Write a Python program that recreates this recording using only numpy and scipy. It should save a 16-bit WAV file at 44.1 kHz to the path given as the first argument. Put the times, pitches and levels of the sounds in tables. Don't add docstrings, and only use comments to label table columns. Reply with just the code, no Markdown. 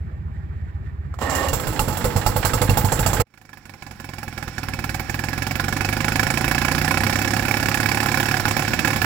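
import sys
import numpy as np
from scipy import signal
from scipy.io import wavfile

SR = 44100
rng = np.random.default_rng(int(sys.argv[2]) if len(sys.argv) > 2 else 0)


def wav_record(signal):
    frames = np.transpose(np.atleast_2d(signal))
    bounded = np.clip(frames, -1, 1)
    quanta = np.round(bounded * 32767).astype(np.int16)
    wavfile.write(sys.argv[1], SR, quanta)


def natural_amplitude(level_db):
    exponent = np.asarray(level_db, float) / 20
    return 10 ** exponent


N = 399091
FAR_END = round(3.27 * SR)

# pitch in Hz, level in dB per Hz.
STARTER_NOISE = [(120, -22), (200, -1), (401, -5), (538, -0.5), (647, 1), (1810, -13), (2420, -19.5),
                 (7540, -18.5), (16000, -20.5)]


def rms_one(x):
    return x / np.sqrt(np.mean(x ** 2) + 1e-20)


def in_time(rows):
    s, *columns = np.transpose(rows)
    return [np.interp(np.arange(N) / SR, s, c, left=-200, right=-200) for c in columns]


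def at_hz(points, hz):
    return np.interp(np.log(hz), np.log(np.array(points)[:, 0]), np.array(points)[:, 1])


def clicks(times, sizes):
    out = np.full(N, 1e-18)
    at = np.round(np.asarray(times) * SR).astype(int)
    out[at[at >= 0]] = np.asarray(sizes)[at >= 0]
    return out


def die(x, t60):
    return signal.lfilter([1], [1, -natural_amplitude(-60 / (t60 * SR))], x)


def resonate(x, hz, width_hz):
    r = np.exp(-np.pi * width_hz / SR)
    top = np.array([1, 0, -1]) * (1 - r * r) / 2
    return signal.lfilter(top, [1, -2 * r * np.cos(2 * np.pi * hz / SR), r * r], x)


def flicker(rate, part):
    steps = rng.standard_normal(int(N / SR * 60) + 2)
    steps = signal.lfilter([1], [1, -np.exp(-rate / 10)], steps)
    at = np.arange(part.start, part.stop) * 60 / SR
    return np.interp(at, np.arange(len(steps)), rms_one(steps))


def pair(white, hz, balance=None, likeness=None, lead=None):
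    # pitch in Hz, left minus right in dB.
    usual_balance = [(60, 4), (250, -6.5), (640, -7.5), (1410, -15), (3100, -15.5), (6500, -34.5),
                     (9500, -6.5), (14000, -14.5)]
    # pitch in Hz, likeness of left and right (1 is the same).
    usual_likeness = [(60, 0.54), (250, 0.82), (500, 0.65), (1000, 0.94), (2000, 0.79), (4000, 0.56),
                      (15000, 0.28)]
    # pitch in Hz, lead of the left in radians.
    usual_lead = [(0, 0), (2150, 0.79), (3450, 5.5), (4050, -9.5), (4910, 4.5), (8960, 63), (11500, 22.5),
                  (16500, 35)]
    balance, likeness, lead = balance or usual_balance, likeness or usual_likeness, lead or usual_lead
    alike, tilt_db = np.clip(at_hz(likeness, hz), -1, 1), at_hz(balance, hz)
    left, right = np.sqrt(1 + alike) * white[0] + np.sqrt(1 - alike) * white[1] * [[1], [-1]]
    left = np.roll(left, -round(np.interp(hz, *np.transpose(lead)) * SR / (2 * np.pi * hz)))
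    return np.array([left * natural_amplitude(tilt_db), right]) * 2 / (1 + natural_amplitude(tilt_db))


def hiss(spectrum, shape, part, **ports):
    low, high = spectrum[0][0], spectrum[-1][0]
    edges = np.geomspace(low, high, int(2.1 * np.log2(high / low)) + 1)
    white, out, power = rng.standard_normal((2, 2, part.stop - part.start)), np.zeros((2, N)), 0
    for k, band in enumerate(zip(edges, edges[1:])):
        hz = np.sqrt(band[0] * band[1])
        band_gain = natural_amplitude(at_hz(spectrum, hz))
        band_filter = signal.butter(2, band, "band", fs=SR, output="sos")
        noise = signal.sosfilt(band_filter, white[k % 2])
        out[:, part] += band_gain * pair(noise, hz, **ports) * shape(hz)
        power += band_gain ** 2 * (band[1] - band[0]) * 4.4 / SR
    return out / np.sqrt(power)


def body(modes, shape, part, strike=None):
    white, out = rng.standard_normal((2, 2, part.stop - part.start)), np.zeros((2, N))
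    for k, (hz, width_hz, level_db) in enumerate(modes):
        ringing = resonate(white[k % 2] * shape(hz), hz, width_hz)
        if strike is not None:
            ringing[0] += resonate(strike, hz, 5 * width_hz)
        out[:, part] += natural_amplitude(level_db) * pair(ringing, hz) * (-1) ** k
    return out


def low_ports(x):
    return x * natural_amplitude(np.array([[-.7], [.7]]))


def idler():
    # pitch in Hz, level in dB per Hz.
    yard_colour = [(82, -4.5), (140, 1), (213, -15.5), (246, -10), (346, -33.5), (389, -28), (525, -27),
                   (1620, -29), (1920, -25.5), (2080, -38), (3200, -51), (4160, -76), (7040, -120)]
    # pitch in Hz, level in dB per Hz.
    air_colour = [(1760, -32.5), (3000, -10), (4950, 0), (6610, -24), (7510, -6), (8650, -33), (13500, 0),
                  (16200, -53)]
    # pitch in Hz, width in Hz, level in dB.
    whine_modes = [(390, 17, 1.5), (807, 21, -7.5), (1830, 100, -6.5), (2280, 86, -15.5)]
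    # pitch in Hz, left minus right in dB.
    yard_balance = [(60, 5.5), (180, -2.5), (550, -9), (1650, -8.5), (4970, 4.5), (15000, 0)]
    # pitch in Hz, likeness of left and right.
    yard_likeness = [(60, 0.46), (250, 0.68), (1000, 0.52), (4000, .2)]
    # pitch in Hz, lead of the left in radians.
    yard_lead = [(0, 0), (2670, -7.2), (6630, -16), (9650, -4), (14200, -8.2), (16500, -21.2)]
    period_s, wander_s, count = .1229, 0.0024, 13
    times = 0.0021 + period_s * np.arange(count) + wander_s * rng.standard_normal(count)
    strong = clicks(times, np.full(count, natural_amplitude(-19.5)))
    weak = clicks(times + period_s / 2, np.full(count, natural_amplitude(-21)))
    puff = die(die(strong + weak, 0.016), 0.0058)
    boom = resonate(puff, 75.3, 5.6) + 0.75 * resonate(puff, 88.0, 6.7)
    boom = boom + 0.28 * resonate(puff, 61, 22) + 0.1 * resonate(puff, 118, 20)
    boom = low_ports(2.2 * resonate(boom, 75, 37))
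    boom[0] = np.roll(boom[0], 19)
    part = slice(0, FAR_END)
    ports = dict(balance=yard_balance, likeness=yard_likeness, lead=yard_lead)
    drone = hiss(yard_colour, lambda hz: natural_amplitude(-42.5 - 3.5 + 3.5 * flicker(23, part)), part, **ports)
    air = hiss(air_colour, lambda hz: natural_amplitude(-83), part, **ports)
    whine = body(whine_modes, lambda hz: natural_amplitude(-42.0 + 2.9 * flicker(11, part)), part)
    return natural_amplitude(-24.0) * boom + drone + air + whine


def solenoid(part):
    # start in seconds, level in dB, pitch in Hz, width in Hz.
    tick_rows = [
        (1.14, -41, 1200, 130),
        (1.188, -41, 850, 300),
    ]
    ticks = 0
    for s, tick_db, hz, width_hz in tick_rows:
        click = clicks([s], [natural_amplitude(tick_db)])
        fall, hum = die(click, 0.03)[part], die(click, 0.12)[part]
        ticks = ticks + body([(hz, width_hz, 20)], lambda hz: fall, part)
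        ticks = ticks + hiss(STARTER_NOISE, lambda hz: 0.24 * hum, part)
    return ticks


def heaving(part):
    # start in seconds, treble over the grind in dB.
    heave_rows = [
        (1.186, -6.5),
        (1.212, -11),
        (1.297, -7),
        (1.35, -4),
        (1.43, -9.5),
        (1.484, -0.5),
    ]
    fall_db_per_s = 120
    t = np.arange(part.start, part.stop) / SR
    return np.max([np.where(t >= s, db - fall_db_per_s * (t - s), -40) for s, db in heave_rows], axis=0)


def starter():
    # time in seconds, grind in dB.
    effort_rows = [
        (1.186, -50),
        (1.209, -43),
        (1.214, -30.5),
        (1.47, -29),
        (1.5, -37.5),
        (1.525, -58),
    ]
    # pitch in Hz, width in Hz, level in dB.
    housing_modes = [(279, 13, 4), (537, 9.3, 8), (810, 15, 1.5), (1106, 31, 1), (1827, 41, 1),
                     (2820, 41, -5), (3500, 150, -27.5), (4200, 90, -22), (4760, 45, -22), (7410, 110, -14),
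                     (7660, 53, -21)]
    part = slice(SR, 8 * SR // 5)
    top_db = heaving(part)
    level_db = in_time(effort_rows)[0][part] + 0.22 * (top_db + 13.5)
    teeth_hz = 269.6 * (1 + .025 * flicker(15, part))
    tooth = np.cumsum(teeth_hz / SR) % 1
    bite = np.exp(-1.5 * tooth)
    contacts = 3.0 * natural_amplitude(level_db + 4.5) * (np.diff(tooth, prepend=0) < 0)

    def singing(hz):
        return natural_amplitude(level_db + 9.5 + (hz > 2500) * (top_db + 8.5) + 0.99 * flicker(25, part))

    def grinding(hz):
        return bite * natural_amplitude(level_db + 0.5 + (hz > 4000) * (top_db + 9.5) + 1.6 * flicker(27, part))

    return body(housing_modes[:6], singing, part, contacts) + hiss(STARTER_NOISE, grinding, part)


def catching():
    # time in seconds, knock peak in dB, exhaust thump in dB.
    catch_rows = [(1.531, -13, -24), (1.598, -21, -35), (1.67, -18, -24), (1.727, -27.5, -35),
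                  (1.793, -13, -22.5), (1.881, -17, -25), (1.927, -28, -29), (1.971, -19, -35),
                  (2.043, -13, -23.5), (2.162, -14, -24), (2.263, -11, -21), (2.362, -14, -22.5),
                  (2.404, -45, -59), (2.655, -42, -47), (2.955, -31, -46)]
    pickup_s, first_gap_s, last_gap_s, gap_shrinks = 2.4495, .0847, .062, .868
    turn = np.arange(11)
    gaps = last_gap_s + (first_gap_s - last_gap_s) * gap_shrinks ** turn
    times = pickup_s + np.cumsum(gaps) - gaps
    soft, chance = turn % 2, rng.standard_normal((len(turn), 2))
    knock_db = np.where(soft, -14, -11) + 0.46 * chance[:, 0]
    thump_db = np.where(soft, -21.5, -22) + 2.9 * chance[:, 1]
    return sorted(list(catch_rows) + list(zip(times, knock_db, thump_db)))


def exhaust(times, level_db, echoes, stack, pulse_hz, width_hz, stack_db):
    push = die(clicks(times, natural_amplitude(level_db)), 0.02)
    blunt = signal.butter(2, 320, fs=SR, output="sos")
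    puff = signal.sosfilt(blunt, resonate(push, pulse_hz, width_hz))
    out = np.zeros(N)
    for delay_s, gain in echoes:
        lag = round(delay_s * SR)
        out[lag:] += gain * puff[:N - lag]
    faster_db = -6.0 * np.log2(np.minimum(np.gradient(times), .1) / 0.035)
    turn, ring = (-1) ** np.arange(len(times)), 0
    for k, (hz, wide_hz, db) in enumerate(stack):
        uneven_db = 3.5 * turn * (-1) ** k + rng.standard_normal(len(times))
        hit_db = level_db + db + faster_db * np.sign(hz - 120) + uneven_db
        hits = die(clicks(times, natural_amplitude(hit_db)), 0.006)
        ring = ring + (-1) ** k * resonate(hits, hz, wide_hz)
    return low_ports(out) + natural_amplitude(stack_db) * ring * natural_amplitude(np.array([[-3.5], [2.5]]))


def diesel(firings, puffs, block, clatter, echoes, stack, rattle_db, part,
           knock_db, strike, clatter_db, thump_db, rumble_db, tail_s, pulse_hz, blow_s, spread_db):
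    # pitch in Hz, level in dB per Hz.
    rumble_colour = [(28, -26), (40, -10), (60, -10), (100, -8), (160, -11), (300, -14), (480, -24)]
    times, peak_db = np.transpose(firings)[:2]
    rattle_db = rattle_db[part]

    def blow(hz):
        uneven_db = spread_db * rng.standard_normal(len(times))
        hits = clicks(times - .0005, natural_amplitude(peak_db + uneven_db))[part]
        lasting_s = blow_s * np.clip(1300 / hz, 1, 3) ** 2.16
        return np.hypot(die(hits, lasting_s) * np.sqrt(blow_s / lasting_s), natural_amplitude(rattle_db - 9.0))

    def after(hz):
        bright = np.clip(np.log2(hz / 4500), 0, 1)
        hits = clicks(times - .0005, natural_amplitude(peak_db + 2.0 * rng.standard_normal(len(times))))[part]
        swell = die(hits, tail_s) - die(hits, 0.013 + 0.0013 * bright)
        swell = swell + 0.067 * (1 - bright) * die(hits, 0.025)
        between = natural_amplitude(rattle_db - 13.0 - 7.4 * bright + 2.0 * flicker(34, part))
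        return np.hypot(natural_amplitude(clatter_db) * swell, between)

    def shaking(hz):
        return natural_amplitude(rattle_db + rumble_db + 2.0 * flicker(2.7, part))

    crack = strike * clicks(times, natural_amplitude(peak_db))[part]
    knock = natural_amplitude(knock_db) * body(block, blow, part, crack)
    thump = exhaust(puffs[0] - .004, puffs[1] + thump_db, echoes, stack, pulse_hz, width_hz=70, stack_db=11.5)
    return knock + hiss(clatter, after, part) + thump + hiss(rumble_colour, shaking, part)


def valves(firings, part):
    # pitch in Hz, width in Hz, level in dB.
    valve_modes = [(830, 31, 9.5), (1500, 730, -2.5), (1630, 110, 0.5)]
    times, peak_db = np.transpose(firings)[:2]
    midway = (times[1:] + times[:-1]) / 2
    slap_db = peak_db[1:] - 12 + 2.0 * rng.standard_normal(len(midway))
    slaps = clicks(midway, natural_amplitude(slap_db))[part]
    fall = die(slaps, 0.14) - die(slaps, 0.011)
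    return body(valve_modes, lambda hz: fall, part)


def far_diesel():
    # pitch in Hz, width in Hz, level in dB.
    far_block = [(490, 48, -3), (860, 31, -2), (1292, 43, -10), (2724, 67, -15.5), (3350, 160, -22.5),
                 (4190, 31, -18), (4580, 30, -24.5), (5100, 21, -34)]
    # pitch in Hz, level in dB per Hz.
    far_clatter = [(150, -6.5), (250, -22.5), (712, -4.5), (848, -5), (2420, -16), (2780, -24.5),
                   (6200, -16), (7390, -18.5), (9110, -21.5), (10500, -3), (16200, -19.5)]
    # delay in seconds, gain.
    far_echoes = [(0, -0.3), (.004, -0.65), (0.01, 0.64), (.021, -0.96), (.039, -0.83)]
    # pitch in Hz, width in Hz, level in dB.
    far_stack = [(43, 15, -9), (99, 18, -4), (166.7, 24, -7), (215, 61, -11), (310, 16, -7.5)]
    # time in seconds, rattle in dB.
    far_gear = [
        (1.5, -28),
        (1.552, -27.5),
        (3.06, -28),
        (3.22, -25.5),
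    ]
    firings, part = catching(), slice(SR, FAR_END)
    engine = diesel(firings, np.transpose(firings)[::2], far_block, far_clatter, far_echoes, far_stack,
                    in_time(far_gear)[0], part, knock_db=14.0, strike=2.0, clatter_db=-13.5, thump_db=8.5,
                    rumble_db=-11, tail_s=0.17, pulse_hz=94.4, blow_s=0.02, spread_db=3)
    return engine + valves(firings, part)


def cut_away(yard):
    # time in seconds, level in dB.
    cut_rows = [
        (3.22, 8),
        (3.227, -12),
        (3.246, -32),
        (3.253, -80),
    ]
    cut_db = np.interp(np.arange(N) / SR, *np.transpose(cut_rows))
    low = signal.sosfilt(signal.butter(1, 2000, fs=SR, output="sos"), yard)
    top_db = cut_db[0] + 4.6 * (cut_db - cut_db[0])
    return low * natural_amplitude(cut_db) + (yard - low) * natural_amplitude(top_db)


def running():
    # time in seconds, firings per second.
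    speed_rows = [(3.268, 28.7), (3.49, 25.08), (4.48, 19.51), (4.78, 19.06), (5.03, 19.75), (5.08, 20.48),
                  (5.71, 23.84), (6.36, 28.33), (6.78, 30.54), (7.22, 33.71), (8.3, 35.63), (9.05, 35.44)]
    # time in seconds, knock peak in dB.
    fade_rows = [(3.25, -52), (3.34, -39.5), (3.55, -31), (3.9, -24), (4.4, -16.5), (4.95, -12.5),
                 (5.5, -11), (6.1, -8), (6.75, -7), (7.3, -8.5), (8.3, -8), (9.05, -7.5)]
    # time in seconds, change of the knock in dB.
    misfire_rows = [(3.305, -8), (3.614, -16), (3.78, -18), (3.954, -15), (4.328, -8), (4.529, -17),
                    (5.047, -19), (7.599, -3), (8.425, -38), (8.537, -24), (8.65, -8.5), (8.706, -14),
                    (8.763, -35), (8.819, -32), (8.932, -2), (8.988, -25)]
    t, start_s = np.arange(N) / SR, speed_rows[0][0]
    speed = np.interp(t, *np.transpose(speed_rows))
    turned = np.cumsum(speed * (t >= start_s)) / SR
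    slot = np.arange(int(turned[-1]) + 1)
    times = np.maximum(np.interp(slot, turned, t), start_s)
    lost_db = np.zeros(len(slot))
    for s, db in misfire_rows:
        lost_db[np.argmin(np.abs(times - s))] = db
    level_db = np.interp(times, *np.transpose(fade_rows))
    early = 2 * (slot % 2) - 1
    rebound_db = -0.1 * np.roll(lost_db, 1)
    knock_db = level_db + lost_db + rebound_db + 0.6 * early + 1.01 * rng.standard_normal(len(slot))
    puff_db = level_db + 0.56 * lost_db - 14.5 - .3 * (np.interp(times, t, speed) - 25)
    rattle_db = in_time(fade_rows)[0] - 13 + 0.195 * (speed - 25)
    return np.transpose([times - .0005 * early, knock_db]), (times, puff_db), rattle_db


def near_diesel():
    # pitch in Hz, width in Hz, level in dB.
    near_block = [(537.4, 27, -13.5), (822, 52, -7), (1024, 75, -12.5), (1459, 30, -9), (1695, 69, -5.5),
                  (2239, 115, -10.5), (4840, 47, -17.5), (5360, 57, -20),
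                  (752.4, 30.6, -7), (1373, 51, -11.5), (2265, 66, -11.5), (2573, 22.4, -9.5)]
    # pitch in Hz, level in dB per Hz.
    near_clatter = [(260, -25), (440, -8), (769, -11), (1250, -9.5), (1710, -6), (1990, -18), (2240, -16.5),
                    (3860, -16.5), (5470, -14.5), (8990, -12.5), (14800, -15.5), (16200, -29)]
    # delay in seconds, gain.
    near_echoes = [(0, -0.057), (.004, -1.09), (0.016, -.6), (.024, -0.85)]
    # pitch in Hz, width in Hz, level in dB.
    near_stack = [(62, 22.2, -6.5), (156, 12.5, -7), (225.6, 13.8, 0), (266, 52, -3), (351, 24, -2),
                  (530, 6.3, -23)]
    # pitch in Hz, width in Hz, level in dB.
    belt_modes = [(5450, 106, -5)]
    knocks, puffs, rattle_db = running()
    part = slice(3 * SR, N)
    near = diesel(knocks, puffs, near_block, near_clatter, near_echoes, near_stack,
                  rattle_db, part, knock_db=14.5, strike=2.9, clatter_db=-12.0, thump_db=11.5,
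                  rumble_db=-12, tail_s=0.074, pulse_hz=102.6, blow_s=0.023, spread_db=1)
    near = near + body(belt_modes, lambda hz: natural_amplitude(rattle_db[part] - 2.5), part)
    return near - 0.67 * resonate(near, 399, 73)


def scene():
    yard = idler() + solenoid(slice(SR, 8 * SR // 5)) + starter() + far_diesel()
    yard = yard + 2.35 * resonate(yard, 7540, 430)
    near = near_diesel()
    return cut_away(yard) + near + 0.22 * resonate(near, 7600, 530)


def top_cut(x):
    return signal.sosfilt(signal.butter(12, 16990, fs=SR, output="sos"), x)


def record(dry):
    # pitch in Hz, width in Hz, dip in dB.
    port_dips = [(6290, 630, -4.5), (8970, 2100, -12.5), (12110, 1630, -25)]
    x = 1.3 * np.tanh(dry / 1.3)
    for hz, width_hz, dip_db in port_dips:
        x = x - (1 - natural_amplitude(dip_db)) * resonate(x, hz, width_hz)
    x = signal.sosfilt(signal.cheby2(10, 30, 16250, fs=SR, output="sos"), x)
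    return top_cut(x)


dry = scene()
out = record(dry)
wav_record(out)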